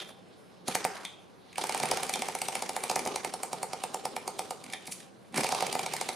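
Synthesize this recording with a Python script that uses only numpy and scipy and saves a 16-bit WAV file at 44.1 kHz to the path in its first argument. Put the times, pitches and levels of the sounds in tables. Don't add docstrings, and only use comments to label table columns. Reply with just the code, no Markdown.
import sys
import numpy as np
from scipy import signal
from scipy.fft import rfft, irfft, next_fast_len
from scipy.io import wavfile

SR = 44100
rng = np.random.default_rng(int(sys.argv[2]) if len(sys.argv) > 2 else 0)


def nominal_scale(level):
    x = np.asarray(level, float) / 20
    return 10 ** x


def to_wav(sig):
    pcm = np.clip(np.atleast_2d(sig), -1, 1) * 32767
    pcm = np.round(pcm).astype(np.int16)
    wavfile.write(sys.argv[1], SR, pcm.T)


N = 271215


def rms_one(x):
    return x / np.sqrt(np.mean(x ** 2) + 1e-20)


def at_hz(points, hz, column=1):
    points = np.array(points)
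    return np.interp(np.log(hz), np.log(points[:, 0]), points[:, column])


def drift(rate):
    r = np.exp(-80 * np.pi * rate / SR)
    white = rng.standard_normal(N // 40 + 2002)
    slow = signal.lfilter([1], [1, -2 * r, r * r], white)[2000:]
    return np.interp(np.arange(N) / 40, np.arange(len(slow)), rms_one(slow))


def clicks(times, sizes):
    train = np.full(N, 1e-18)
    where = np.clip((np.asarray(times) * SR).astype(int), 0, N - 1)
    np.add.at(train, where, sizes)
    return train


def resonance(x, hz, width_hz):
    r = np.exp(-np.pi * width_hz / SR)
    poles = [1, -2 * r * np.cos(2 * np.pi * hz / SR), r * r]
    return signal.lfilter([(1 - r * r) / 2, 0, (r * r - 1) / 2], poles, x)


def panned(db):
    return nominal_scale(np.array([db / 2, -db / 2]))


def bands(length):
    edges_hz = 25 * 2 ** np.arange(0, 9.6, .5)
    white = rng.standard_normal((2, 2, length))
    for k, (low, high) in enumerate(zip(edges_hz, edges_hz[1:])):
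        sos = signal.butter(2, [low, high], "band", fs=SR, output="sos")
        mid, side = signal.sosfilt(sos, white[k % 2])
        yield np.sqrt(low * high), mid, side


def stereo(mid, side, alike):
    alike = np.clip(alike, -1, 1)
    return np.sqrt(1 + alike) * mid + np.sqrt(1 - alike) * side * [[1], [-1]]


# frequency in Hz, level in dB per Hz.
OUTDOORS_SPECTRUM = [(25, -27), (60, -18.5), (110, -6.5), (185, -8), (430, -5.5), (800, -12.5),
                     (2000, -23.5), (5500, -74), (9500, -56), (16000, -36)]
# frequency in Hz, likeness from -1 to 1.
OUTDOORS_LIKENESS = [(60, -0.47), (240, 0.2), (950, 0.15), (3770, -0.29), (15000, 0.49)]


def outdoors():
    floor = 0
    for hz, mid, side in bands(N):
        level_db = at_hz(OUTDOORS_SPECTRUM, hz) + 0.16 * drift(6.3)
        floor = floor + nominal_scale(level_db) * stereo(mid, side, at_hz(OUTDOORS_LIKENESS, hz))
    floor = floor + 2.2 * resonance(floor, 188, 16)
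    return nominal_scale(-55) * rms_one(floor)


# time in seconds, level in dB.
INSECT_CALL = [(.08, -95), (.14, -74), (.58, -74), (.65, -95)]


def insect():
    t = np.arange(N) / SR
    s, db = np.transpose(INSECT_CALL)
    level_db = np.interp(t, s, db) + 1.2 * drift(20)
    return nominal_scale(level_db) * np.sin(2 * np.pi * 5190 * t + 0.24 * drift(28))


# mode in Hz, width in Hz, level in dB.
BOARD_MODES = [(148, 8, 5), (187, 16, 9), (243, 30, -5), (304, 20, 0.0), (383, 30, 0.0), (700, 30, 0.0),
               (776, 20, 6), (885, 30, 3), (1200, 50, -3)]


def board(x):
    return sum((-1) ** k * nominal_scale(db) * resonance(x, hz, width_hz)
               for k, (hz, width_hz, db) in enumerate(BOARD_MODES))


# start in seconds, stop in seconds, piston hiss in dB, board rumble in dB,
# hiss lost by the stop in dB.
SPINS_SEEN = [
    (-.1, 0, -44.5, -46.5, 1),
    (0.677, 1.036, -41.5, -42, 12.5),
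    (1.583, 4.565, -42.5, -41, 14.5),
    (1.813, 2.13, -52, -35, 28),
    (2.9, 3.17, -49.5, -37.5, 11),
    (4.6, 5.01, -55, -52, 3.5),
    (5.354, 6.2, -38.5, -40, 9),
    (5.356, 5.807, -40.5, -34, 27),
]


def motion():
    push_db_per_s, stall_db_per_s, rumble_follows = 1100, 128, 0.29
    t = np.arange(N) / SR
    hiss, rumble = nominal_scale(2 * -64.5), nominal_scale(2 * -58)
    for start_s, stop_s, hiss_db, rumble_db, lost_db in SPINS_SEEN:
        edges_db = -push_db_per_s * np.maximum(start_s - t, 0)
        edges_db -= stall_db_per_s * np.maximum(t - stop_s, 0)
        slowing_db = -lost_db * np.clip((t - start_s) / (stop_s - start_s), 0, 1)
        hiss = hiss + nominal_scale(2 * (hiss_db + slowing_db + edges_db))
        rumble = rumble + nominal_scale(2 * (rumble_db + rumble_follows * slowing_db + edges_db))
    return 10 * np.log10(hiss), 10 * np.log10(rumble)


# frequency in Hz, level in dB per Hz.
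HISS_SPECTRUM = [(710, -34), (1200, -1.5), (1930, -3.5), (2380, -8.5), (2890, 0.5), (7660, -11.5),
                 (8820, -1.5), (14700, -22.5), (16000, -34)]
# frequency in Hz, level in dB per Hz.
RUMBLE_SPECTRUM = [(15, -65), (25, -32), (92, -28.5), (156, -17), (430, -8), (501, -10.5), (575, -12.5),
                   (743, -6.5), (1010, -13.5), (1500, -15), (1950, -45), (3300, -120)]
# frequency in Hz, left-right difference in dB.
LEAN_LEFT = [(60, 3), (180, 5.5), (550, -0.5), (1650, -5.5), (4970, -2), (15000, 1.5)]


def sliding(hiss_db, rumble_db, patchy_db, rough_db):
    hiss, rumble = 0, 0
    grip = drift(71) * np.clip((hiss_db + 66.5) / 10, 0, 1)
    for hz, mid, side in bands(N):
        near = panned(at_hz(LEAN_LEFT, hz))[:, None] * stereo(mid, side, min(hz / 250, .7))
        near = near * nominal_scale(rough_db * grip + patchy_db * drift(6.8))
        if hz > 1200:
            hiss = hiss + nominal_scale(at_hz(HISS_SPECTRUM, hz)) * near
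        else:
            rumble = rumble + nominal_scale(at_hz(RUMBLE_SPECTRUM, hz)) * near
    rumble = rumble + 0.73 * board(rumble)
    return nominal_scale(hiss_db) * rms_one(hiss) + nominal_scale(rumble_db) * rms_one(rumble)


# centre in seconds, length in seconds, level in dB, pitch in Hz.
DULL_RUBS = [
    (0.92, 0.087, -48.5, 1000),
    (1.86, 0.16, -50.5, 1230),
    (.645, 0.0078, -48, 180),
    (5.385, 0.029, -34, 190),
    (4.68, .02, -53, 140),
]


def drags():
    t, out = np.arange(N) / SR, 0
    grains = rng.standard_normal(N) * nominal_scale(2.2 * drift(90))
    for s, length_s, db, hz in DULL_RUBS:
        width_hz = 1.23 * hz
        rub = resonance(resonance(grains, hz, width_hz), hz, width_hz)
        out = out + nominal_scale(db) * np.exp(-.5 * ((t - s) / length_s) ** 2) * rms_one(rub)
    return out


# centre in seconds, length in seconds, level in dB.
BRIGHT_RUBS = [
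    (0.684, 0.0037, -33),
    (4.874, 0.0033, -37.5),
    (4.924, 0.0072, -36.5),
    (4.957, 0.055, -54.5),
    (5.382, 0.016, -46),
]


def scrapes():
    t = np.arange(N) / SR
    swell = sum(nominal_scale(db) * np.exp(-.5 * ((t - s) / length_s) ** 2) for s, length_s, db in BRIGHT_RUBS)
    grains = rng.standard_normal(N) * nominal_scale(1.2 * drift(180))
    return swell * rms_one(resonance(grains, 7600, 6000) + resonance(grains, 10600, 2100))


# time in seconds, peak in dB.
FRAME_BLOWS = [
    (0.0024, -38),
    (0.0344, -61),
    (1.0515, -35.5),
    (2.138, -33.5),
    (4.3875, -45),
    (4.7341, -40),
    (4.7514, -74),
]
# mode in Hz, width in Hz, level in dB.
FRAME_MODES = [(2430, 150, -11), (2660, 100, -15), (3190, 40, 0), (3290, 40, -2), (3430, 50, -4),
               (3545, 40, 1), (3680, 60, -4)]


def clinks(level_db, rattle_s, rattle_db):
    s, peak_db = np.transpose(FRAME_BLOWS)
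    blows = clicks(s, nominal_scale(peak_db + level_db))
    t = np.arange(int(.3 * SR)) / SR
    rattle = nominal_scale(rattle_db) * signal.oaconvolve(blows, np.exp(-t / rattle_s))[:N]
    return sum(nominal_scale(db) * resonance(blows + rattle * rng.standard_normal(N), hz, width_hz)
               for hz, width_hz, db in FRAME_MODES)


# clack in seconds, pop lag in ms, clack in dB,
# pop in dB, port snap in dB.
SECOND_TURNS = [(.6798, 3.9, -21.5, -21.5, -46), (.749, 3.3, -17, -18.5, -11),
                (.8425, 6.55, -23.5, -16, -13), (1.829, 5.3, -27, -18, -18),
                (1.9121, 3.24, -21.5, -15.5, -21), (2.8965, 2.15, -17, -18.5, -34),
                (2.957, 4, -18.5, -17.5, -16), (3.0509, 9.7, -26.5, -21.5, -22),
                (5.3746, 5.74, -19.5, -18, -54), (5.441, 4, -19.5, -18.5, -20.5),
                (5.5208, 3.6, -21, -17.5, -42), (5.622, 2.27, -24, -17.5, -20),
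                (5.7493, 3.2, -24.5, -19.5, -19.5)]


def snaps(lag_s, snap_hz, snap_s, crack_s, crack_db, boost_db):
    s, lag_ms, _, _, peak_db = np.transpose(SECOND_TURNS)
    t = np.arange(int(.01 * SR)) / SR
    crack = nominal_scale(crack_db) * np.diff(rng.standard_normal(len(t) + 1)) * np.exp(-t / crack_s)
    shape = crack - np.sin(2 * np.pi * snap_hz * t) * np.exp(-t / snap_s)
    blows = clicks(s + lag_ms / 1000 + lag_s, nominal_scale(peak_db + boost_db))
    return signal.oaconvolve(blows, shape)[:N]


# turn number, length of the turn in ms.
LONG_RUN_TURNS = [(1, 57.41), (3, 52.48), (9, 61.93), (11, 63.58), (19, 71.33), (21, 75.72), (28, 97.46),
                  (33, 109.47), (37, 115.84)]
# turn number, length of the turn in ms.
SHORT_RUN_TURNS = [(1, 55.47), (6, 60.91), (9, 74.28), (11, 76.8)]
# first clack in seconds, clack in dB, pop in dB at the fastest,
# linkage tick in dB at the fastest, high modes in dB relative.
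RUN_LEVELS = [
    (1.5802, -25, -23.5, -30, -0.5),
    (5.3769, -23.5, -25, -39, -3),
]


def turns():
    fastest_ms = 55
    rows = []
    for lengths, (start_s, *levels_db) in zip((LONG_RUN_TURNS, SHORT_RUN_TURNS), RUN_LEVELS):
        number, ms = np.transpose(lengths)
        ms = np.interp(np.arange(1, number[-1] + 2), number, ms)
        s = start_s + np.cumsum(ms) / 1000 - ms / 1000
        rows += [(a, b - fastest_ms, b / 1000, *levels_db) for a, b in zip(s, ms)]
    return np.transpose(rows)


# low modes in dB, high modes in dB, left-right in dB,
# upper pop mode in dB, thump in dB.
ENGINE_COLOUR = [
    (-2, -4, 1, -6.5, -40),
    (-9.5, -10.5, 1, -7.5, -28),
]
BLOW_SPREAD = (1.2, 2, 1.5, 1.5, .6, 2, 4)
# time in seconds, level in dB, thump in dB relative.
SHOVES = [
    (0.682, -33.5, 6),
    (1.048, -41, -34),
    (1.835, -38, 10.5),
    (2.899, -46, 4),
    (3.061, -38, 1),
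    (4.693, -44, -15),
    (4.734, -35, -30),
    (4.88, -36, -2),
    (5.341, -30.5, -20),
    (5.379, -49, 4.5),
]


def pop_rows():
    s, slow_ms, _, _, pop_db, _, _ = turns()
    first, second = ENGINE_COLOUR
    pop_lag_s, pop_db_per_ms = 0.001526, 0.0186
    peak_db = pop_db + pop_db_per_ms * slow_ms
    rows = np.array([(a + pop_lag_s, db, *first[3:]) for a, db in zip(s, peak_db)])
    rows[:, 1:] += rng.standard_normal((len(rows), 3)) * BLOW_SPREAD[4:]
    flicks = [(a + ms / 1000, db, *second[3:]) for a, ms, _, db, _ in SECOND_TURNS]
    shoves = [(a, db, second[3], thump_db) for a, db, thump_db in SHOVES]
    return np.vstack([rows, flicks, shoves])


# frequency in Hz, level in dB, decay in seconds.
CYLINDER_MODES = [
    (740, -2, .0040),
    (865, 6, .0040),
    (1210, -12, .0026),
]


def pops(lag_s, open_s, thump_hz, thump_s, thump_db, gulp_hz, gulp_end_hz, gulp_s, gulp_db, boost_db, board_db):
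    s, peak_db, upper_db, low_db = pop_rows().T
    t = np.arange(int(.12 * SR)) / SR
    opening = 1 - np.exp(-t / open_s)
    lower, upper, top = (nominal_scale(db) * np.sin(2 * np.pi * hz * t) * np.exp(-t / decay_s) * opening
                         for hz, db, decay_s in CYLINDER_MODES)
    thump = np.sin(2 * np.pi * thump_hz * t) * np.exp(-t / thump_s)
    cavity_hz = gulp_end_hz + (gulp_hz - gulp_end_hz) * np.exp(-t / gulp_s)
    gulp = np.sin(2 * np.pi * np.cumsum(cavity_hz) / SR) * np.exp(-t / gulp_s) * (1 - np.exp(-t / 0.0066))
    luck_db = 0.68 * rng.standard_normal((len(s), 3))
    layers = ((lower, luck_db[:, 0]), (upper, upper_db), (top, luck_db[:, 1]),
              (thump, low_db + thump_db), (gulp, gulp_db + luck_db[:, 2]))
    out = np.zeros(N)
    for shape, db in layers:
        out -= signal.oaconvolve(clicks(s + lag_s, nominal_scale(peak_db + db + boost_db)), shape)[:N]
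    out += nominal_scale(board_db) * board(out)
    return out * panned(at_hz(LEAN_LEFT, 940))[:, None]


# time in seconds, peak of the middle modes in dB,
# low modes in dB relative, high modes in dB relative.
STRAY_TICKS = [(.72, -41, 5, -8), (.967, -37, 1, -30), (1.0494, -32.5, 0, -3.5), (1.5278, -44, 2, -9),
               (1.5564, -40, 7.5, -5), (2.137, -20.5, -3, -8), (4.6392, -39.5, -2, -1.5),
               (4.6627, -41.5, 1, -10.5), (4.6991, -38, 0, -8), (4.7244, -36, -9, -5), (4.734, -29, 4, -7),
               (4.855, -43, 0, -4), (4.8664, -48, -13, -6), (4.8736, -36, -1, -13), (4.9211, -31.5, -1, -5),
               (5.0015, -42, 2, -4), (5.324, -54, 2, -2), (5.3426, -34.5, 8, -6), (5.359, -28, -2.5, -5),
               (5.407, -29, 2.5, -5), (5.4652, -28.5, 0, -8), (5.9642, -26.5, 0, -4.5)]


def clack_rows():
    tick_share, tick_db_per_ms = .56, -.5
    low_db_per_ms = -0.0468
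    s, slow_ms, length_s, clack_db, _, tick_db, bright_db = turns()
    first, second = ENGINE_COLOUR
    tick_s = s + tick_share * length_s
    rows = [(a, db, *first[:3]) for a, db in zip(s, clack_db)]
    rows += [(a, db, *first[:3]) for a, db in zip(tick_s, tick_db + tick_db_per_ms * slow_ms)]
    rows = np.array(rows)
    rows[:, 2] += np.tile(low_db_per_ms * slow_ms, 2)
    rows[:, 3] += np.tile(bright_db, 2)
    rows[:, 1:] += rng.standard_normal((len(rows), 4)) * BLOW_SPREAD[:4]
    flicks = [(a, db, *second[:3]) for a, _, db, _, _ in SECOND_TURNS]
    strays = [(*row, second[2]) for row in STRAY_TICKS]
    return np.vstack([rows, flicks, strays])


# mode in Hz, width in Hz, level in dB.
VALVE_MODES = [
    [(1794, 310, -1.5), (2317, 287, 5), (3240, 1190, -5.5)],
    [(4450, 1640, -1.5), (5058, 1270, 2.5), (6140, 200, -0.5), (6500, 290, -3)],
    [(8530, 1150, 4), (9900, 160, 7), (11970, 3000, -2), (13900, 830, -15)],
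]


def clacks(rise_s, fall_s, lead_s, lead_db, alike, boost_db):
    s, peak_db, low_db, high_db, pan_db = clack_rows().T
    half = int(.03 * SR)
    t = np.arange(-half, half + 1) / SR
    burst = (t > 0) * np.clip(0.32 + 0.55 * t / rise_s, 0, 1) * np.exp(-np.maximum(t - rise_s, 0) / fall_s)
    burst += nominal_scale(lead_db) * np.exp(-np.abs(t) / lead_s)
    habit = rng.standard_normal(len(t))
    chance = rng.standard_normal(N)
    out = np.zeros((2, N))
    for modes, group_db in zip(VALVE_MODES, (low_db, 0, high_db)):
        size = nominal_scale(peak_db + group_db + boost_db)
        gains = panned(pan_db + at_hz(LEAN_LEFT, modes[1][0]))
        train = np.array([clicks(s, size * gain) for gain in gains])
        force = alike * signal.oaconvolve(train, [burst * habit], "same", axes=1)
        force += np.sqrt(1 - alike ** 2) * chance * signal.oaconvolve(train, [burst], "same", axes=1)
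        for k, (hz, width_hz, level_db) in enumerate(modes):
            out += (-1) ** k * nominal_scale(level_db) * resonance(force, hz, width_hz)
    return out


# frequency in Hz, time to fall 60 dB in seconds, level in dB, left-right likeness.
PORCH_ECHO = [(140, 0.057, -34, 0.23), (370, 0.12, -28, 0.34), (810, 1, -36, 0.56),
              (1390, 0.5, -20.5, 0.63), (3070, 0.12, -17, 0.61), (5960, 0.5, -24.5, 0.5),
              (12600, 0.16, -17, 0.067)]


def porch(x, gap_s):
    t, echo = np.arange(int(.6 * SR)) / SR, 0
    for hz, mid, side in bands(len(t)):
        fade = nominal_scale(at_hz(PORCH_ECHO, hz, column=2) - 60 * t / at_hz(PORCH_ECHO, hz))
        echo = echo + fade * stereo(mid, side, at_hz(PORCH_ECHO, hz, column=3))
    echo *= 0.14 * np.clip(t / gap_s - 1, 0, 1)
    return signal.oaconvolve(x[None], echo, axes=1)[:, :N]


def scene():
    hiss_db, rumble_db = motion()
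    background = outdoors() + insect()
    background += sliding(hiss_db + 0.5, rumble_db - 4.0, patchy_db=2.5, rough_db=3.0)
    blows = clacks(rise_s=0.002, fall_s=0.0013, lead_s=0.008, lead_db=-20.5, alike=0.58, boost_db=6)
    blows += pops(lag_s=0.001308, open_s=0.0003, thump_hz=265, thump_s=.004, thump_db=0.5, gulp_hz=600,
                  gulp_end_hz=380, gulp_s=.028, gulp_db=-17, boost_db=-0.5, board_db=0.0)
    blows += snaps(lag_s=0.0014, snap_hz=2000, snap_s=0.00038, crack_s=0.00025, crack_db=-1, boost_db=1.0)
    blows += clinks(level_db=40.5, rattle_s=0.065, rattle_db=-32) + scrapes() + drags()
    blows = signal.sosfilt(signal.butter(3, 130, "high", fs=SR, output="sos"), blows)
    turn = 0.58 * drift(3.1)
    mono = blows.mean(axis=0)
    echo = porch(np.cos(turn) * mono, gap_s=0.0008) + porch(np.sin(turn) * mono, gap_s=0.0008)
    return blows + echo + background


def band_limit(x):
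    return signal.sosfilt(signal.butter(12, 16480, fs=SR, output="sos"), x)


# frequency in Hz, gain in dB.
MIC_RESPONSE = [(7600, 0), (7820, -7), (8050, 0), (10700, 0), (11300, -8), (15200, -10), (15700, -24),
                (16500, -60)]


def record(dry):
    size = next_fast_len(N)
    hz = np.maximum(np.fft.rfftfreq(size, 1 / SR), 1)
    colour = nominal_scale(at_hz(MIC_RESPONSE, hz))
    mix = irfft(rfft(dry, size) * colour, size)[:, :N]
    return band_limit(mix)


dry = scene()
out = record(dry)
to_wav(out)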